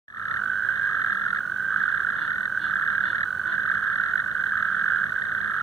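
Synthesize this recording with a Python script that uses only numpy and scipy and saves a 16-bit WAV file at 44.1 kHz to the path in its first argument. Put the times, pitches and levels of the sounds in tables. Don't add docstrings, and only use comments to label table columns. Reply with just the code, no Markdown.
import sys
import numpy as np
from scipy import signal
from scipy.fft import rfft, irfft
from scipy.io import wavfile

SR = 44100
rng = np.random.default_rng(int(sys.argv[2]) if len(sys.argv) > 2 else 0)


def log_audio(samples):
    frames = np.atleast_2d(samples).T
    limited = np.clip(frames, -1, 1)
    pcm = np.round(limited * 32767).astype(np.int16)
    wavfile.write(sys.argv[1], SR, pcm)


N = 247842
T = np.arange(N) / SR
FREQS = np.fft.rfftfreq(N, 1 / SR)
SIDES = np.array([[1], [-1]])

# t/s, relative level/dB, f/Hz, left minus right/dB
LOUD_PULSES = [(0.2529, -18, 1626, -14), (0.6208, -18, 1547, -14), (0.6471, -16, 1600, -13),
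               (0.6868, -13.5, 1575, -14), (0.7948, -17, 1570, -13), (1.263, -14, 1465, -9),
               (1.3291, -14.5, 1454, -11), (1.432, -20.5, 1515, -4), (1.7597, -12.5, 1545, -11),
               (1.803, -17, 1681, -11), (1.8352, -14.5, 1570, -13.5), (1.878, -14.5, 1530, -11.5),
               (1.924, -18.5, 1576, -20), (2.0476, -15.5, 1487, -11), (2.0669, -14.5, 1615, -10),
               (2.573, -12.5, 1562, -3.5), (2.6219, -18, 1546, -6.5), (2.7552, -14, 1590, -7.5),
               (2.8623, -16.0, 1605, -10), (2.9794, -16, 1624, -13.5), (3.006, -15.5, 1590, -13),
               (3.0364, -12, 1545, -11), (3.1015, -15.0, 1570, -9), (3.129, -16.5, 1490, -14),
               (3.579, -14.5, 1620, -11.5), (3.6978, -17, 1597, -16), (3.7138, -11.5, 1653, -4),
               (3.7387, -16.5, 1520, -9.5), (3.8081, -23.5, 1629, -10.5), (3.9985, -13, 1495, -9.5),
               (4.135, -12, 1546, -9.0), (4.1551, -12.5, 1560, -13), (4.3502, -17, 1560, -10),
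               (4.5196, -12.5, 1645, -0.5), (4.5533, -13.5, 1586, -10.5), (4.8406, -14, 1586, -10.5),
               (4.8789, -14, 1526, -7), (4.9082, -15, 1460, -6), (4.9332, -14, 1575, -12),
               (4.9688, -14.5, 1490, -11.5), (5.016, -15, 1562, -9), (5.1603, -14.5, 1644, -6.0),
               (5.2367, -20.5, 1556, -6)]


def undb(db):
    return 10 ** (np.asarray(db) / 20)


def level(x, db):
    return x * undb(db) / np.sqrt(np.mean(x ** 2))


def curve(rows):
    return np.interp(T, *np.transpose(rows))


def shape(points, hz):
    f, value = np.transpose(points)
    return np.interp(np.log(hz + 1), np.log(f), value)


def noise(db):
    return irfft(rfft(rng.standard_normal(N)) * undb(db), N)


def wobble(per_s):
    targets = rng.standard_normal(N // 8)
    return 1.3 * np.interp(T * per_s, np.arange(len(targets)), targets)


def rumble():
    tone = [(20, -27), (50, -12), (80, -4.5), (97, 1), (114, -5), (145, -1), (175, -6), (199, 3),
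            (225, -6.5), (310, -12), (600, -11), (900, -15), (1800, -11.5), (2400, -46)]
    width = [(25, 10), (60, 1.5), (120, -3.5), (250, -3.5), (500, -6.5), (1000, -9)]
    shared_db = shape(tone, FREQS) - 60 * (FREQS > 2600)
    sound = noise(shared_db) + SIDES * noise(shared_db + shape(width, FREQS))
    return level(sound * undb(.5 * wobble(per_s=5.4)), -42.5)


def hiss():
    tone = [(500, -10.5), (2450, 2), (3100, 3.5), (4000, 5.5), (4800, 2), (6300, -2), (8500, -3),
            (11000, -8.5), (15000, -14)]
    width = [(1000, -3), (2200, 9), (2650, 9.5), (3200, -3), (4200, -8), (6000, -3.5), (12000, 1)]
    balance = [(4000, -1), (8000, -2), (12000, -4.5)]
    tone_db = shape(tone, FREQS)
    dips_db = 10 * np.log10(.0053 + (FREQS / 13000) ** 4 + np.sin(np.pi * FREQS / 2490) ** 2)
    sound = noise(tone_db + dips_db) + SIDES * noise(tone_db + shape(width, FREQS))
    sound *= undb(1.2 * wobble(per_s=450))
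    return level(irfft(rfft(sound) * undb(SIDES * shape(balance, FREQS) / 2), N), -52)


def ticks():
    cracks = [(1.5774, -48, -3), (1.6238, -45.5, -4)]
    bright_noise = level(noise(shape([(2000, -30), (5000, 0), (9000, -3), (15000, -10)], FREQS)), 0)
    out = 0
    for start, db, pan_db in cracks:
        decay = (T >= start) * np.exp(-np.abs(T - start) / .0008)
        out = out + undb(db + SIDES * pan_db / 2) * bright_noise * decay
    return out


def bank_echo(x, fade_s, echo_db):
    t = T[:SR // 2]
    tail = rng.standard_normal((2, len(t))) * undb(-60 * t / fade_s) * (1 - np.exp(-t / .01))
    tail *= undb(echo_db) / np.sqrt(np.sum(tail ** 2, axis=1, keepdims=True))
    return signal.fftconvolve(x.mean(axis=0)[None], tail, axes=1)[:, :N]


def goose():
    honks = [(1.82, .1, 309, -51, -2), (2.228, .11, 316, -43.5, 0), (2.648, .11, 320.5, -42.5, 0),
             (3.082, .12, 324.4, -42.5, 0), (3.505, .09, 343.5, -42.5, -6.5)]
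    throat = [(320, -4.5), (640, -10), (1000, 1), (1600, -4), (2200, -15), (2550, -5), (2880, 1.5),
              (3250, -6), (3520, 7), (3750, -5), (3950, -6), (4170, 0), (4600, -11), (6000, -30)]
    out, waver = np.zeros(N), wobble(per_s=400)
    harmonic = np.arange(1, 18)[:, None]
    for middle, length, top_hz, db, treble_db in honks:
        span = np.abs(T - middle) < length
        place = (T[span] - middle) / length
        hoarse = (.005 + .025 * np.abs(place)) * waver[span]
        hz = top_hz * (1 - .26 * place ** 2 + hoarse)
        treble = np.clip(harmonic * hz / 1500 - 1, 0, 1)
        gain = undb(shape(throat, harmonic * hz) + treble_db * treble)
        tone = (gain * np.sin(harmonic * 2 * np.pi * np.cumsum(hz) / SR)).sum(axis=0)
        out[span] += level(tone, db) * np.exp(-np.abs(2 * place) ** 3)
    return out


def trill(start, end, rates, hz, climb, jitter_s, scatter_db):
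    t = np.arange(0, max(end - start, .05), .001)
    count = np.cumsum(np.interp(t, [0, t[-1] / 2, t[-1]], rates)) * t[1]
    age = np.interp(np.arange(int(count[-1] - count[0]) + 1), count - count[0], t)
    late, size, tune = rng.standard_normal((256, 3))[:len(age)].T
    call_hz = hz * (1 + .004 * rng.standard_normal())
    pitch = call_hz * (1 - climb * np.exp(-age / .23) + .0085 * tune)
    return start + age + jitter_s * late, pitch, undb(scatter_db * size)


def toad_pulses(calls, hz, climb, jitter_s, scatter_db, give_way=.55):
    loud_times = np.array(LOUD_PULSES)[:, 0]
    rows = []
    for start, end, *rates, db, swell_db in calls:
        times, pitch, gain = trill(start, end, rates, hz, climb, jitter_s, scatter_db)
        gain = gain * undb(db + swell_db * np.linspace(-.5, .5, len(times)))
        gap_s = np.abs(times[:, None] + .003 - loud_times).min(axis=1)
        gain *= 1 - give_way * np.exp(-(gap_s / .0067) ** 2)
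        rows.append([times, pitch, gain])
    return np.hstack(rows)


def vocal_sac(times, hz, gain, pan_db, lead_rad, attack_s, ring_s, sag, octave_db, rasp_rad=.86):
    t = np.arange(1024) / SR
    body = (1 - np.exp(-(t / attack_s) ** 2)) * np.exp(-(t / ring_s) ** 2)
    body /= body.max()
    glide = 1 + sag * (np.exp(-t / ring_s * 2) - .5)
    phase = 2 * np.pi * (np.outer(hz, np.cumsum(glide)) / SR + rng.random(512)[:len(hz), None])
    samples = (np.abs(times)[:, None] * SR).astype(int) + np.arange(len(t))
    octave = body ** 2 * np.exp(-(t / .0091) ** 2)
    octave = undb(octave_db) * octave / octave.max()
    ragged = rasp_rad * wobble(per_s=1300)[samples % N]
    out = []
    for side in (.5, -.5):
        angle = phase + side * lead_rad
        wave = body * np.sin(angle) + octave * np.sin(2 * angle + ragged)
        wave *= (gain * undb(side * pan_db))[:, None]
        out.append(np.bincount(samples.ravel(), wave.ravel(), N)[:N])
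    return np.array(out)


def crowd(hz, spread, pan_db, width, ring_s, octave_db, count):
    out = 0
    for offset in np.linspace(-1, 1, count):
        pace, early, side = rng.random(3)
        starts = (np.arange(7) - early) * (.9 + .15 * pace)
        rate = 36 + 16 * pace
        calls = [(start, start + .88, rate * 1.15, rate, rate, 0, 0) for start in starts]
        own_hz = hz * (1 + spread * offset)
        times, pitch, gain = toad_pulses(calls, own_hz, climb=.022, jitter_s=.0007, scatter_db=1.7)
        out = out + vocal_sac(times, pitch, gain * (times > 0), pan_db + 4 * (side - .5),
                              lead_rad=.16 + width * (side - .5), attack_s=.0016, ring_s=ring_s,
                              sag=.015, octave_db=octave_db)
    return out


def chorus():
    swell = [(.1, -39.5), (0.2, -30.5), (0.36, -31.5), (0.5, -29.5), (0.9, -29), (1.13, -30.5), (1.45, -38),
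             (1.85, -28.5), (2.23, -30), (2.48, -35.5), (2.75, -28.5), (3.2, -28.5), (3.3, -38.5),
             (3.5, -29.5), (3.9, -29.5), (4.3, -32), (4.7, -29.5), (4.94, -26.5), (5.1, -31), (5.6, -30.5)]
    middle = crowd(hz=1564.6, spread=.025, pan_db=-9, width=2.26, ring_s=.0057, octave_db=-24, count=2)
    far = crowd(hz=1554, spread=.16, pan_db=1.5, width=.5, ring_s=.0047, octave_db=-19.5, count=7)
    far_deep = crowd(hz=1292, spread=.053, pan_db=-3, width=.3, ring_s=.0033, octave_db=-33.5, count=3)
    swell_db = curve(swell)
    far *= undb(.5 * swell_db)
    return level(middle, -.022) * undb(swell_db) + level(far, -39.5) + level(far_deep, -43.5)


def near_toads():
    # start t/s, end t/s, pulse rate/Hz at the start, middle and end,
    # relative level/dB, swell from start to end/dB
    deep_calls = [(0.1379, 0.48, 46.5, 55.5, 41.8, -23, -1.5),
                  (0.8964, 1.42, 42.68, 34.56, 55.97, -22, 0.7),
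                  (1.7234, 2.33, 56.6, 37.8, 30.66, -22.5, 0.5),
                  (2.6643, 3.24, 29.52, 48.26, 41.4, -22, -1.5),
                  (3.6498, 4.21, 36.67, 47.53, 52.7, -23.9, -0.5),
                  (4.5332, 5.07, 58, 43.53, 47.34, -22.5, -1.5),
                  (5.4557, 5.61, 44, 49.16, 41.45, -21.5, 3.5)]
    mellow_calls = [(0.39, 1.1, 44.58, 52.23, 54.93, -19, -3.5),
                    (1.4051, 2.1, 42.68, 53.06, 44.69, -18, 1.5),
                    (2.2906, 3.05, 43.52, 42.18, 39.32, -19.6, -1),
                    (3.2576, 4.05, 43.01, 52.3, 53.8, -18.5, 0), (4.197, 5.05, 47.95, 40.65, 49.1, -18, 4),
                    (5.1201, 5.61, 53.2, 47.3, 39.95, -22, -5.5)]
    bright_calls = [(0.6164, 1.4, 32.25, 41.5, 35.32, -22.5, 4.1),
                    (1.5696, 2.28, 37.36, 37.02, 28.95, -22, 2.52),
                    (2.5655, 3.25, 35.87, 32.23, 37.32, -21.0, 1.53),
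                    (3.4808, 4.2, 34.9, 34.88, 53.7, -23.5, 4.5),
                    (4.3509, 5.07, 45.77, 30.99, 37.74, -22, 0.66),
                    (5.1525, 5.61, 34.33, 37.62, 28.96, -21.5, 0.41)]
    shrill_calls = [(0.0801,0.37,49.8,34.2,34.66,-20,1.6), (0.6678,1.39,58.35,44.77,45.61,-23,4.4),
                    (1.7412,2.46,35.75,31.2,42.48,-22.5,1.2), (2.6168,3.25,32.04,39.11,39.93,-21,4.1),
                    (3.4702,4.22,38.63,31.94,46.76,-21.8,1.6), (4.2422,4.68,27.19,35.53,41.24,-23.5,0.63),
                    (4.7293,5.61,48.65,30.73,32.3,-23,0.6)]
    deep = toad_pulses(deep_calls, hz=1418, climb=.078, jitter_s=.00028, scatter_db=.7)
    mellow = toad_pulses(mellow_calls, hz=1587, climb=.057, jitter_s=.0006, scatter_db=1, give_way=.73)
    bright = toad_pulses(bright_calls, hz=1640, climb=.04, jitter_s=.0003, scatter_db=1.5, give_way=.62)
    shrill = toad_pulses(shrill_calls, hz=1790, climb=.028, jitter_s=.0003, scatter_db=1.85,
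                         give_way=.45)
    out = undb(.96) * vocal_sac(*deep, pan_db=-5, lead_rad=.55, attack_s=.002, ring_s=.0059,
                                sag=.0067, octave_db=-23.5, rasp_rad=1)
    out += undb(-2.5) * vocal_sac(*mellow, pan_db=-9, lead_rad=.25, attack_s=.0017, ring_s=.0084,
                                  sag=.011, octave_db=-28.5, rasp_rad=.44)
    out += undb(.6) * vocal_sac(*bright, pan_db=-8.5, lead_rad=.2, attack_s=.0015, ring_s=.0065,
                                sag=.015, octave_db=-23.5, rasp_rad=.66)
    out += undb(2.4) * vocal_sac(*shrill, pan_db=-1.5, lead_rad=2.33, attack_s=.0013, ring_s=.0088,
                                 sag=.01, octave_db=-19.5, rasp_rad=.9)
    times, db, hz, pan_db = np.transpose(LOUD_PULSES)
    return out + vocal_sac(times, hz, undb(db - 1), pan_db, lead_rad=.51, attack_s=.0017, ring_s=.0061,
                           sag=.068, octave_db=-29)


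def scene():
    hollows = [(2000, 2.5), (2250, 4), (2490, -26.5), (2750, -8), (2950, -0.5), (3900, 0), (4400, -6),
               (4950, -25.5)]
    honks = goose()
    honks = honks + bank_echo(honks[None], fade_s=.3, echo_db=-11)
    calls = near_toads() + chorus() + honks
    calls += bank_echo(calls, fade_s=.35, echo_db=-22)
    calls *= signal.windows.tukey(N, .001)
    shared = calls.mean(axis=0)
    hollowed = irfft(rfft(shared) * undb(shape(hollows, FREQS)), N)
    return calls - shared + hollowed + ticks() + rumble() + hiss()


def record(dry):
    fade_in = [(.07, -100), (.082, -19.5), (.13, -17), (.18, -9), (.25, -7), (.33, -3.5)]
    treble_cut = signal.ellip(10, .2, 80, 15550, fs=SR, output="sos")
    return signal.sosfilt(treble_cut, dry * undb(curve(fade_in)))


dry = scene()
out = record(dry)
log_audio(out)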